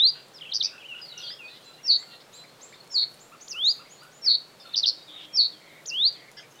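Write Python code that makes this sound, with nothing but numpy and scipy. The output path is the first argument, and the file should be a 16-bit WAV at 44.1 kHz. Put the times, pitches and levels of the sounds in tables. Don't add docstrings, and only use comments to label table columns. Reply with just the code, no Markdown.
import sys
import numpy as np
from scipy import signal
from scipy.fft import rfft, irfft
from scipy.io import wavfile
from scipy.ndimage import uniform_filter1d

SR = 44100
rng = np.random.default_rng(int(sys.argv[2]) if len(sys.argv) > 2 else 0)


def pcm_store(signal):
    levels = np.round(np.clip(np.atleast_2d(signal), -1, 1) * 32767)
    wavfile.write(sys.argv[1], SR, levels.astype(np.int16).T)


def how_loud(loudness_db):
    steps = np.asarray(loudness_db, float) / 20
    return 10 ** steps


N = 291060
LEAD = SR // 5
M = N + LEAD


def lay(track, start, sound):
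    return track + np.pad(sound, (int(start * SR) + LEAD, N))[:M]


def tone(hz, db, second_db, third_db):
    phase = 2 * np.pi * np.cumsum(hz) / SR
    overtones = how_loud(second_db) * np.sin(2 * phase) + how_loud(third_db) * np.sin(3 * phase)
    return np.sqrt(2) * how_loud(db) * (np.sin(phase) + overtones)


def walk(rate):
    hold = int(SR / rate)
    steps = np.repeat(rng.standard_normal(M // hold + 1), hold)
    return 1.3 * uniform_filter1d(uniform_filter1d(steps, hold), hold)[:M]


def band(length, hz, width):
    f = np.fft.rfftfreq(length, 1 / SR)
    bell = np.exp(-2 * ((f - hz) / width) ** 2)
    y = irfft(rfft(rng.standard_normal(length)) * bell, length)
    return y / y.std()


def reeds(x, gap_s, t60, tail_db, far_db=-90):
    t = np.arange(SR // 2) / SR
    tail = rng.standard_normal(len(t)) * np.clip(t / gap_s, 0, 1)
    stems = tail * how_loud(-60 * t / t60)
    bank = tail * how_loud(-60 * t / .55) * np.clip(t / .03, 0, 1)
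    stems = how_loud(tail_db) * stems / np.linalg.norm(stems)
    bank = how_loud(far_db) * bank / np.linalg.norm(bank)
    return x + signal.fftconvolve(x, stems + bank)[:M]


def warbled(shape, opening, throb, share, rows):
    out = np.zeros(M)
    s, hz, db = np.transpose(shape)
    open_s, opening_s, depth_hz, slowing, roundness = opening
    dip_db, loudest, sharp, skew, swell_db = throb
    before, after, change_s = share
    t = np.arange(s[0], s[-1], 1 / SR)
    opened = np.clip((t - open_s) / opening_s, 0, 1) * (depth_hz > 0)
    heard = before + (after - before) * np.clip(t / change_s, 0, 1)
    for turn, ratio, effort_db, trough, rate_hz in rows:
        since = t - trough
        cycle = 2 * np.pi * rate_hz * since * (1 - slowing * since) + .16 * walk(70)[:len(t)]
        beat = cycle - 2 * np.pi * loudest
        dip = dip_db * (np.sin(beat / 2) ** 2) ** sharp - swell_db * np.sin(beat) / 2
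        swing = np.cos(cycle - skew * (1 - np.cos(cycle))) + roundness * np.cos(2 * cycle)
        pitch = ratio * (np.interp(t, s, hz) - depth_hz * opened * swing)
        loud = np.interp(t, s, db) + effort_db * heard - dip * opened
        sung = signal.windows.tukey(len(t), .05) * tone(pitch, loud, second_db=-59, third_db=-55)
        out = lay(out, turn + s[0], sung)
    return out


def whistles(rows, second_db, edge, waver):
    out = np.zeros(M)
    unsteady = 1 + waver * walk(160)
    for s, length, a_hz, b_hz, c_hz, db in rows:
        u = np.linspace(0, 1, int(length * SR))
        hz = np.polyval(np.polyfit([0, .5, 1], [a_hz, b_hz, c_hz], 2), u)
        hz = hz * unsteady[int(s * SR):][:len(u)]
        envelope = np.clip(np.minimum(u, 1 - u) / edge, 0, 1)
        out = lay(out, s, envelope * tone(hz, db, second_db, third_db=-40.0))
    return out


def glided(rows):
    return [(s, length, a, np.sqrt(a * b), b, db) for s, length, a, b, db in rows]


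def arched(rows):
    return [(s, length, end, middle, end, db) for s, length, end, middle, db in rows]


def held(rows):
    return [(s, length, hz, hz, .99 * hz, db) for s, length, hz, db in rows]


def piped(rows, length, ends):
    return arched([(s, length, ends * hz, hz, db) for s, hz, db in rows])


def noise_calls(rows):
    out = np.zeros(M)
    for s, length, hz, width, db in rows:
        n = int(length * SR)
        out = lay(out, s, how_loud(db) * band(n, hz, width) * signal.windows.tukey(n, .3))
    return out * how_loud(2.2 * walk(60))


# (time [s], pitch [Hz], level [dB])
RISES = [
    [(0.0, 3487, -20), (0.018, 3744, -18.5), (0.062, 4235, -15), (0.076, 4630, -19.5), (0.098, 4827, -22.5),
     (0.108, 4650, -30)],
    [(3.522, 2874, -48), (3.534, 2700, -46), (3.548, 2580, -40), (3.562, 2776, -37), (3.664, 3810, -19.5),
     (3.69, 4374, -16.5), (3.706, 4824, -23), (3.716, 4865, -21.5), (3.73, 4610, -45)],
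    [(5.897, 2685, -64), (5.907, 2784, -43), (5.923, 2683, -34.5), (6.031, 3766, -20.5),
     (6.067, 4450, -16.5), (6.081, 4793, -23), (6.091, 4730, -24), (6.105, 4820, -52)],
]
# (time [s], pitch [Hz], level [dB])
RISE_OPENING = [(-.1, 2750, -46), (-.084, 2632, -38.5), (-.05, 2950, -31)]
# (opens [s], takes [s], depth [Hz], slowing [1/s], roundness of crests [ratio])
NO_SWING = (0.0017, .01, 0.0039, 0, 0.004)
# (dip [dB], loudest place [cycle], sharpness [1], skew [rad], swell [dB])
FALL_BEAT = (5.7, .01, 1.5, .1, .5)
# (before turn [ratio], after turn [ratio], change [s])
EVEN_SHARE = (1.3, 0.8, .03)


def rising_whistles():
    out = np.zeros(M)
    for shape in [RISE_OPENING + RISES[0]] + RISES[1:]:
        out = out + warbled(shape, NO_SWING, FALL_BEAT, EVEN_SHARE, [(0, 1, 0, 0, 0)])
    return out


# (frequency [Hz], density [dB per Hz])
HUSH = [(12, -40.5), (20, -8.5), (70, -17), (119, -3), (144, -0.5), (232, -2.5), (535, 2), (883, -3.5),
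        (1300, -4.5), (1920, -7.5), (4320, -12), (6200, -15.5), (7130, -15), (13100, -24.5), (15500, -22)]
# (time [s], ...)
MOTOR_TIMES = (4.3, 5.1, 6.0, 6.3)


def hush():
    hz, db = np.transpose(HUSH)
    f = np.fft.rfftfreq(N, 1 / SR)
    shape = how_loud(np.interp(np.log(f + 1), np.log(hz), db))
    air = irfft(rfft(rng.standard_normal(N)) * shape, N)
    far_chorus = band(N, 3770, 1200) * how_loud(-69.5 + 1.4 * walk(5.3)[:N])
    gusts_db = 5.5 * np.tanh(walk(26)[:N]) + 3 * walk(8)[:N]
    hiss = band(N, 11500, 8000) * how_loud(-77.5 + gusts_db)
    drone = band(N, 148.0, 40) * how_loud(-69.5)
    running = np.interp(np.arange(N) / SR, MOTOR_TIMES, [0, 1, 1, 0])
    motor = band(N, 310, 16) * how_loud(-68) * running
    return air / air.std() * how_loud(-54.5) + far_chorus + hiss + drone + motor


def chorus(count, db):
    s, length, hz, bend, turn, size = rng.random((count, 6)).T
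    hz = 2200 * 2.4 ** hz
    start_hz, end_hz = hz * (0.67 + .2 * bend), hz * (0.89 + .2 * turn)
    return np.transpose([s * (N / SR - .2), 0.026 + 0.071 * length, start_hz, hz, end_hz, db + 6 * size])


# (time [s], length [s], centre [Hz], level [dB])
CHURRS = [(.148, 0.044, 1550, -57), (0.702, 0.11, 1520, -58.5), (0.956, 0.059, 2850, -54.5),
          (1.471, 0.12, 4000, -56), (2.103, 0.059, 3600, -55), (2.2, 0.026, 4200, -52.5),
          (2.736, 0.015, 4140, -56), (5.2, 0.064, 4600, -61), (4.63, 0.2, 2670, -61.5),
          (2.31, 0.12, 3700, -61), (2.52, 0.56, 1030, -66), (.98, .14, 4600, -61), (1.15, .2, 3440, -52.5),
          (0.133, 0.086, 2900, -56.5), (0.78, 0.47, 2760, -62), (1.4, .4, 4200, -65), (2.3, .6, 4200, -66),
          (5.129, 0.13, 2300, -61), (6.422, 0.03, 2200, -58), (0.64, 0.0565, 2500, -57)]


def churrs():
    width = 0.36
    return noise_calls([(s, length, hz, width * hz, db) for s, length, hz, db in CHURRS])


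# (time [s], peak level [dB])
SNAPS = [(0.2836, -42), (1.412, -51), (1.619, -44), (2.157, -43.5), (2.8444, -42), (2.876, -39),
         (3.1176, -39.5), (3.143, -34.5), (3.154, -49), (3.37, -46), (3.5047, -38.5), (3.53, -39),
         (3.9794, -51.5), (4.034, -36.5), (4.245, -34.5), (5.0934, -44.5), (6.1268, -36), (6.316, -34)]


def snaps():
    out = np.zeros(M)
    decay = np.exp(-np.arange(200) / 35)
    for s, db in SNAPS:
        out = lay(out, s, how_loud(db - 8.5) * band(200, 8000, 9000) * decay)
    return out


# (time [s], length [s], start [Hz], end [Hz], level [dB])
GLIDES = [(.335, .008, 6400, 5650, -58), (.342, .036, 5550, 4850, -47), (.378, .014, 4700, 3100, -51),
          (.392, .02, 3100, 1800, -59), (.442, .014, 1700, 2450, -56), (1.014, .04, 5000, 4800, -44),
          (1.235, .07, 4450, 4050, -45), (1.5, .088, 1840, 2130, -63), (1.97, .08, 1950, 2130, -59),
          (1.93, .04, 1600, 1950, -62), (1.785, .035, 1800, 2500, -62), (1.85, .07, 1800, 2300, -62),
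          (2.015, .03, 3750, 3000, -59), (4.238, .026, 5200, 4100, -52), (4.262, .07, 3700, 1850, -57),
          (6.14, .04, 3750, 3000, -56), (6.185, .025, 3500, 3000, -59), (5.66, .04, 3400, 3100, -61),
          (6.425, .04, 2500, 2300, -59), (6.395, .012, 1650, 1150, -59), (5.515, .04, 3650, 3200, -55),
          (5.555, .05, 3200, 3180, -57), (1.302, .006, 1400, 2100, -48), (2.026, .005, 1100, 2500, -50)]
# (time [s], length [s], end [Hz], middle [Hz], level [dB])
ARCHES = [(.452, .031, 2500, 2750, -44), (.625, .083, 2150, 2620, -54), (.655, .043, 2540, 2620, -51),
          (2.374, .068, 4130, 4030, -50), (6.367, .032, 1550, 1720, -53), (6.369, .03, 1950, 2080, -55),
          (6.368, .026, 5400, 5480, -53), (6.4, .03, 5000, 5020, -57)]
# (time [s], length [s], pitch [Hz], level [dB])
PIPS = [(1.625, .03, 4040, -60), (1.655, .065, 4040, -52), (1.73, .03, 4040, -54), (1.762, .03, 4040, -59),
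        (1.848, .02, 2750, -56), (1.89, .025, 2740, -57), (1.308, .022, 1960, -56), (2.13, .025, 1900, -59),
        (5.265, .12, 3240, -58), (1.502, .055, 4050, -53), (1.78, .025, 2800, -55), (2.08, .072, 2780, -59),
        (2.803, .012, 4330, -48), (5.312, .15, 2470, -63), (4.951, .085, 3800, -54),
        (6.55, .029, 2990, -60), (6.588, .048, 3690, -49), (1.398, .07, 1400, -61), (2.07, .09, 1390, -61),
        (1.232, .025, 1420, -59), (1.69, .04, 1350, -61), (5.066, .05, 3780, -57), (4.06, .08, 1500, -64),
        (4.598, .03, 5350, -55), (4.598, .03, 4950, -55), (4.598, .02, 3600, -54)]
# (time [s], pitch [Hz], level [dB])
CROAKS = [(.735, 1480, -53), (.752, 1510, -56), (.785, 1460, -60), (.915, 1510, -58), (0.944, 1460, -50),
          (.963, 1530, -56), (0.999, 1470, -50.5), (1.1, 1420, -60), (1.137, 1445, -56), (1.167, 1440, -57),
          (1.187, 1440, -54), (1.222, 1470, -52), (1.26, 1390, -59)]


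def clear_notes():
    croaks = [(s, 0.0092, hz, db) for s, hz, db in CROAKS]
    rows = glided(GLIDES) + arched(ARCHES) + held(PIPS + croaks)
    return whistles(rows, second_db=-34.5, edge=0.084, waver=0.006)


# (time [s], length [s], start [Hz], end [Hz], level [dB])
HOARSE_GLIDES = [(.41, 0.017, 3544, 2834, -44), (.427, 0.0133, 2750, 3250, -50),
                 (0.48, 0.024, 3030, 3394, -46.5), (.71, 0.049, 2525, 2745, -53.5),
                 (.95, 0.023, 2945, 2800, -43.5), (.985, .018, 2700, 2770, -49),
                 (0.79, 0.026, 2880, 2850, -56), (1.002, .012, 3000, 5260, -61),
                 (6.508, 0.019, 6800, 5160, -60.5), (6.512, 0.011, 6460, 6120, -58),
                 (6.54, .05, 6300, 6060, -69), (1.05, 0.08, 4710, 3840, -48),
                 (1.177, 0.012, 6100, 5100, -49), (1.19, 0.02, 4150, 4050, -47),
                 (1.165, 0.061, 2855, 2730, -50), (1.3, 0.043, 4900, 5200, -63),
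                 (1.5, 0.19, 2810, 3450, -65), (3.965, 0.065, 4000, 5000, -60.5),
                 (4.63, 0.072, 4500, 4100, -58), (4.66, 0.089, 3700, 3500, -53),
                 (4.64, 0.05, 1500, 1250, -60), (5.08, 0.058, 3750, 3100, -54),
                 (5.12, 0.1, 3650, 3500, -49), (5.1, 0.06, 3100, 3050, -59),
                 (5.2, 0.036, 3200, 3100, -57.5)]
# (time [s], length [s], pitch [Hz], level [dB])
HOARSE_NOTES = [(.78, 0.013, 2700, -46), (1.05, 0.071, 2120, -65), (1.098, .014, 3000, -60),
                (1.128, 0.018, 2940, -53.5), (1.265, .015, 3750, -43), (1.3, 0.05, 3270, -51.5),
                (1.44, 0.031, 4370, -55), (1.48, .059, 3745, -52.5), (1.64, 0.067, 2710, -63),
                (2.74, 0.008, 3690, -54.5), (2.09, 0.077, 4180, -55), (2.33, 0.041, 4120, -55.5),
                (2.355, .015, 4720, -60), (2.77, 0.036, 4330, -67), (2.315, 0.037, 2710, -65),
                (5.1, 0.077, 1247, -66), (5.025, 0.028, 4970, -56), (5.67, 0.13, 3750, -69),
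                (2.25, 0.033, 4060, -74), (2.47, 0.029, 4300, -58), (2.83, 0.042, 4300, -63),
                (4.94, 0.1, 4270, -64)]


def hoarse_notes():
    rows = glided(HOARSE_GLIDES) + held(HOARSE_NOTES) + list(chorus(count=60, db=-74))
    return whistles(rows, second_db=-40.5, edge=0.025, waver=.028)


# (turn [s], pitch [ratio], effort [dB], warble trough after turn [s], warble rate [Hz])
TRILLS = [
    (1.876, 1, 0, .0503, 126.3),
    (2.9408, 0.98, -4, 0.052, 124.2),
    (4.259, 0.988, .2, .0617, 116.7),
    (5.369, 0.99, 1.5, .0453, 119.7),
]
FALLS = [
    (3.487, 0.98, -1.5, .0235, 148.3),
    (5.865, 0.98, 2.5, 0.03, 146),
]
ZIGS = [
    (.532, 1.045, -2, .025, 115.4),
    (4.7546, 1.016, 2, .0238, 105.5),
]
ZAGS = [
    (.623, 1.047, -2, .0245, 95.3),
    (4.855, 0.97, 4, .025, 115),
]
# (time from turn [s], pitch [Hz], level [dB])
FALL = [(-.011, 3000, -59), (-.007, 3500, -45.5), (-.003, 5900, -39), (.001, 7400, -47), (.008, 6900, -41),
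        (.022, 6300, -31.5), (.036, 5260, -31), (.044, 5000, -30), (.049, 4900, -50)]
PICKUP = [(-.048, 5800, -64), (-.032, 5520, -43.5), (-.008, 5406, -32), (-.004, 5600, -28.5),
          (-.001, 6150, -39.5), (.0005, 5500, -40)]
BUZZ = [(.003, 5096, -24.5), (.015, 4704, -23.5), (0.025, 4404, -16), (0.038, 4261, -15.5),
        (.097, 4190, -22.5), (0.112, 4310, -42.5)]
SHORT_DROP = [(-.027, 4590, -65), (-.018, 4160, -49.5), (-.008, 3570, -23), (-.0005, 2750, -38)]
LONG_DROP = [(-.034, 5300, -52), (-.026, 4450, -36.5), (-.015, 3800, -21.5), (-.009, 3460, -23.5),
             (-.004, 3080, -33.5), (-.0005, 2800, -39.5)]
ZAG = [(.004, 4060, -21.5), (.008, 5250, -29), (.012, 5345, -24), (.029, 5170, -18), (0.052, 5046, -31),
       (.058, 4840, -47)]
# (opens after turn [s], takes [s], depth [Hz], slowing [1/s], roundness of crests [ratio])
BUZZ_SWING = (0.025, .017, 395, .55, .26)
ZAG_SWING = (0.0061, 0.005, 743, .01, .01)
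FALL_SWING = (.001, 0.0084, 360, .01, .01)
# (dip [dB], loudest place [cycle], sharpness [1], skew [rad], swell [dB])
BUZZ_THROB = (10.5, 0.46, 5, .1, 4.1)
ZAG_THROB = (16.4, .01, 1.56, .053, .54)
# (before turn [ratio], after turn [ratio], change [s])
BUZZ_SHARE = (1.48, .1, 0.066)
ZAG_SHARE = (.25, 1, 0.0055)
# (time [s], level [dB])
SHADING = [
    [(.495, -13), (.52, 1.5), (.532, -3.5), (.545, 1), (.565, 1), (.572, 5.5), (.585, -11)],
    [(.59, -26), (.6, -7), (.613, 5), (.635, -1), (.65, 3), (.67, 1), (.685, -7)],
    [(1.83, 3), (1.885, 0.5), (1.9, 0.5), (1.92, 0), (1.94, 0.5), (1.966, 2), (1.98, -12)],
    [(2.9, 3.5), (2.93, 0), (2.958, 3), (2.972, -1.5), (3, 0), (3.022, -3), (3.045, 4)],
    [(3.47, 2), (3.49, 0.5), (3.505, -2), (3.52, 2.5), (3.53, -6), (3.54, 6)],
    [(4.22, -0.5), (4.249, 1), (4.277, 2.5), (4.295, -2), (4.32, 2.5), (4.335, -1), (4.352, 4.5),
     (4.362, -1.5), (4.372, 7)],
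    [(4.725, 11), (4.737, 9.5), (4.755, -6), (4.77, -0.5), (4.795, 1), (4.805, 4)],
    [(4.82, 0), (4.835, 7), (4.845, -2), (4.857, 0.5), (4.88, 1), (4.905, 1.5), (4.92, -3)],
    [(5.33, -5.5), (5.35, 6), (5.375, 2), (5.39, 0.5), (5.405, 0), (5.42, -1), (5.455, -1.5), (5.48, -0.5)],
    [(5.85, -1.5), (5.87, 1), (5.89, -1.5), (5.902, 1), (5.908, -7), (5.915, -17)],
]


def warbled_syllables():
    out = warbled(PICKUP + BUZZ, BUZZ_SWING, BUZZ_THROB, BUZZ_SHARE, TRILLS)
    out = out + warbled(SHORT_DROP + ZAG, ZAG_SWING, ZAG_THROB, ZAG_SHARE, ZIGS)
    out = out + warbled(LONG_DROP + ZAG, ZAG_SWING, ZAG_THROB, ZAG_SHARE, ZAGS)
    out = out + warbled(FALL, FALL_SWING, FALL_BEAT, EVEN_SHARE, FALLS)
    t = (np.arange(M) - LEAD) / SR
    return out * how_loud(np.interp(t, *np.transpose(sum(SHADING, []))))


def bunting():
    return (rising_whistles() + warbled_syllables()) * how_loud(.7 * walk(150))


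# (time [s], pitch [Hz], level [dB])
PHRASES = [
    [(.798, 3250, -66), (.808, 3350, -51), (.834, 2300, -51), (.862, 3100, -41), (.88, 2910, -60),
     (.888, 2966, -40), (.94, 2622, -39), (.95, 2440, -56)],
    [(1.22, 5020, -61), (1.23, 4890, -45), (1.27, 4510, -42), (1.295, 4640, -40), (1.325, 5080, -40),
     (1.36, 5450, -58), (1.37, 5570, -73)],
    [(1.387, 2820, -61), (1.395, 2820, -45), (1.425, 2500, -47), (1.46, 2470, -42.5), (1.492, 2560, -44),
     (1.498, 2540, -67)],
    [(1.212, 4040, -55), (1.225, 3710, -44), (1.235, 3300, -38.5), (1.25, 3250, -42), (1.265, 3420, -48),
     (1.283, 3220, -38), (1.294, 2960, -50)],
]


def phrases():
    out = np.zeros(M)
    for s, hz, db in map(np.transpose, PHRASES):
        t = np.arange(s[0], s[-1], 1 / SR)
        pitch = uniform_filter1d(np.interp(t, s, hz), size=300)
        out = lay(out, s[0], tone(pitch, np.interp(t, s, db), second_db=-38.5, third_db=-42))
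    return out


# (time [s], top pitch [Hz], level [dB])
FLICKS = [
    (1.627, 7530, -59.5),
    (1.964, 7430, -57.5),
    (2.317, 7570, -54),
    (2.605, 7440, -49),
    (2.899, 7400, -51),
    (3.189, 7560, -52.5),
    (3.399, 7100, -48.5),
    (3.631, 6970, -50),
    (3.881, 6940, -52.5),
    (4.107, 7000, -54),
]
# (time [s], share of top pitch [ratio], level [dB])
FLICK = [(0, .24, -18), (.005, .45, -13), (.01, .7, -12), (.012, .82, -4), (.02, .9, 0), (.029, .96, 0),
         (.042, 1, -3), (.07, 1, -10), (.1, 1, -26)]


def flicks():
    out = np.zeros(M)
    s, share, db = np.transpose(FLICK)
    t = np.arange(s[0], s[-1], 1 / SR)
    hoarse = 0.023 * walk(700)
    second_db = np.where(t < .008, -4., -60.)
    for start, top_hz, level_db in FLICKS:
        rough = 1 + hoarse[int(start * SR):][:len(t)] * np.exp(-t / 0.066)
        hz = top_hz * np.interp(t, s, share) * rough
        out = lay(out, start, tone(hz, level_db + np.interp(t, s, db), second_db, third_db=-66))
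    return out


# (time [s], length [s], level [dB])
RUSTLES = [
    (2.303, .091, -71),
    (3.048, .32, -69.5),
    (3.447, 0.38, -68),
    (5.752, .3, -70),
    (4.018, .1, -73),
    (4.64, .12, -72.5),
    (5.363, 0.11, -70),
    (6.47, .1, -73.5),
]


def rustles():
    return noise_calls([(s, length, 11200, 8000, db) for s, length, db in RUSTLES])


# (time [s], top pitch [Hz], level [dB])
PIPING = [
    (3.312, 1380, -51),
    (3.542, 1414, -51),
    (3.785, 1394, -52.5),
    (4.012, 1494, -51.5),
]
PEEPS = [
    (2.434, 2410, -53.5),
    (2.722, 2384, -50.5),
    (3.02, 2300, -51),
]
# (time [s], length [s], start [Hz], end [Hz], level [dB])
PIPED_FALL = [
    (4.232, .07, 2950, 1103, -54.5),
]


def piping():
    rows = piped(PIPING, length=0.05, ends=.62) + piped(PEEPS, length=0.024, ends=0.5) + glided(PIPED_FALL)
    return whistles(rows, second_db=-8.5, edge=0.21, waver=0.0016)


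# (time [s], length [s], centre [Hz], level [dB])
SWELLS = [
    (5.079, .18, 3510, -48.5),
    (5.17, .09, 2980, -52),
    (5.601, .22, 2130, -54),
    (6.15, 0.16, 2100, -54),
]


def swells():
    out = np.zeros(M)
    for s, length, hz, db in SWELLS:
        n = int(length * SR)
        growth = how_loud(db + np.linspace(-5.5, 0, n))
        out = lay(out, s, growth * band(n, hz, 0.19 * hz) * signal.windows.tukey(n, .1))
    return out


# (centre [Hz], length [s], level [dB])
SCOLD = [
    (3250, 0.043, -52.5),
    (4900, 0.03, -48.5),
    (6400, 0.085, -64),
]


def scold():
    return noise_calls([(6.367, length, hz, 460, db) for hz, length, db in SCOLD])


def scene():
    near = reeds(bunting(), gap_s=0.001, t60=0.21, tail_db=-14.0, far_db=-26.5)
    clear = (clear_notes() + phrases()) * how_loud(1.5 * walk(70)) + piping()
    rough = churrs() + snaps() + rustles() + swells() + scold()
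    hoarse = (hoarse_notes() + flicks()) * how_loud(4.2 * walk(140))
    far = reeds(clear, gap_s=0.0079, t60=0.22, tail_db=-6.5)
    far = far + reeds(rough, gap_s=0.0018, t60=0.13, tail_db=-4.0)
    farther = reeds(hoarse, gap_s=0.0074, t60=0.31, tail_db=-1.5)
    balance = how_loud(np.array([[-.11], [.11]]))
    return (near * balance + far + farther)[:, LEAD:] + hush()


def band_limit(x):
    return signal.sosfilt(signal.butter(12, 15690, fs=SR, output="sos"), x)


def record(dry):
    opening = np.clip(np.arange(N) / SR / 0.00013, 0, 1)
    return band_limit(dry * opening)


dry = scene()
out = record(dry)
pcm_store(out)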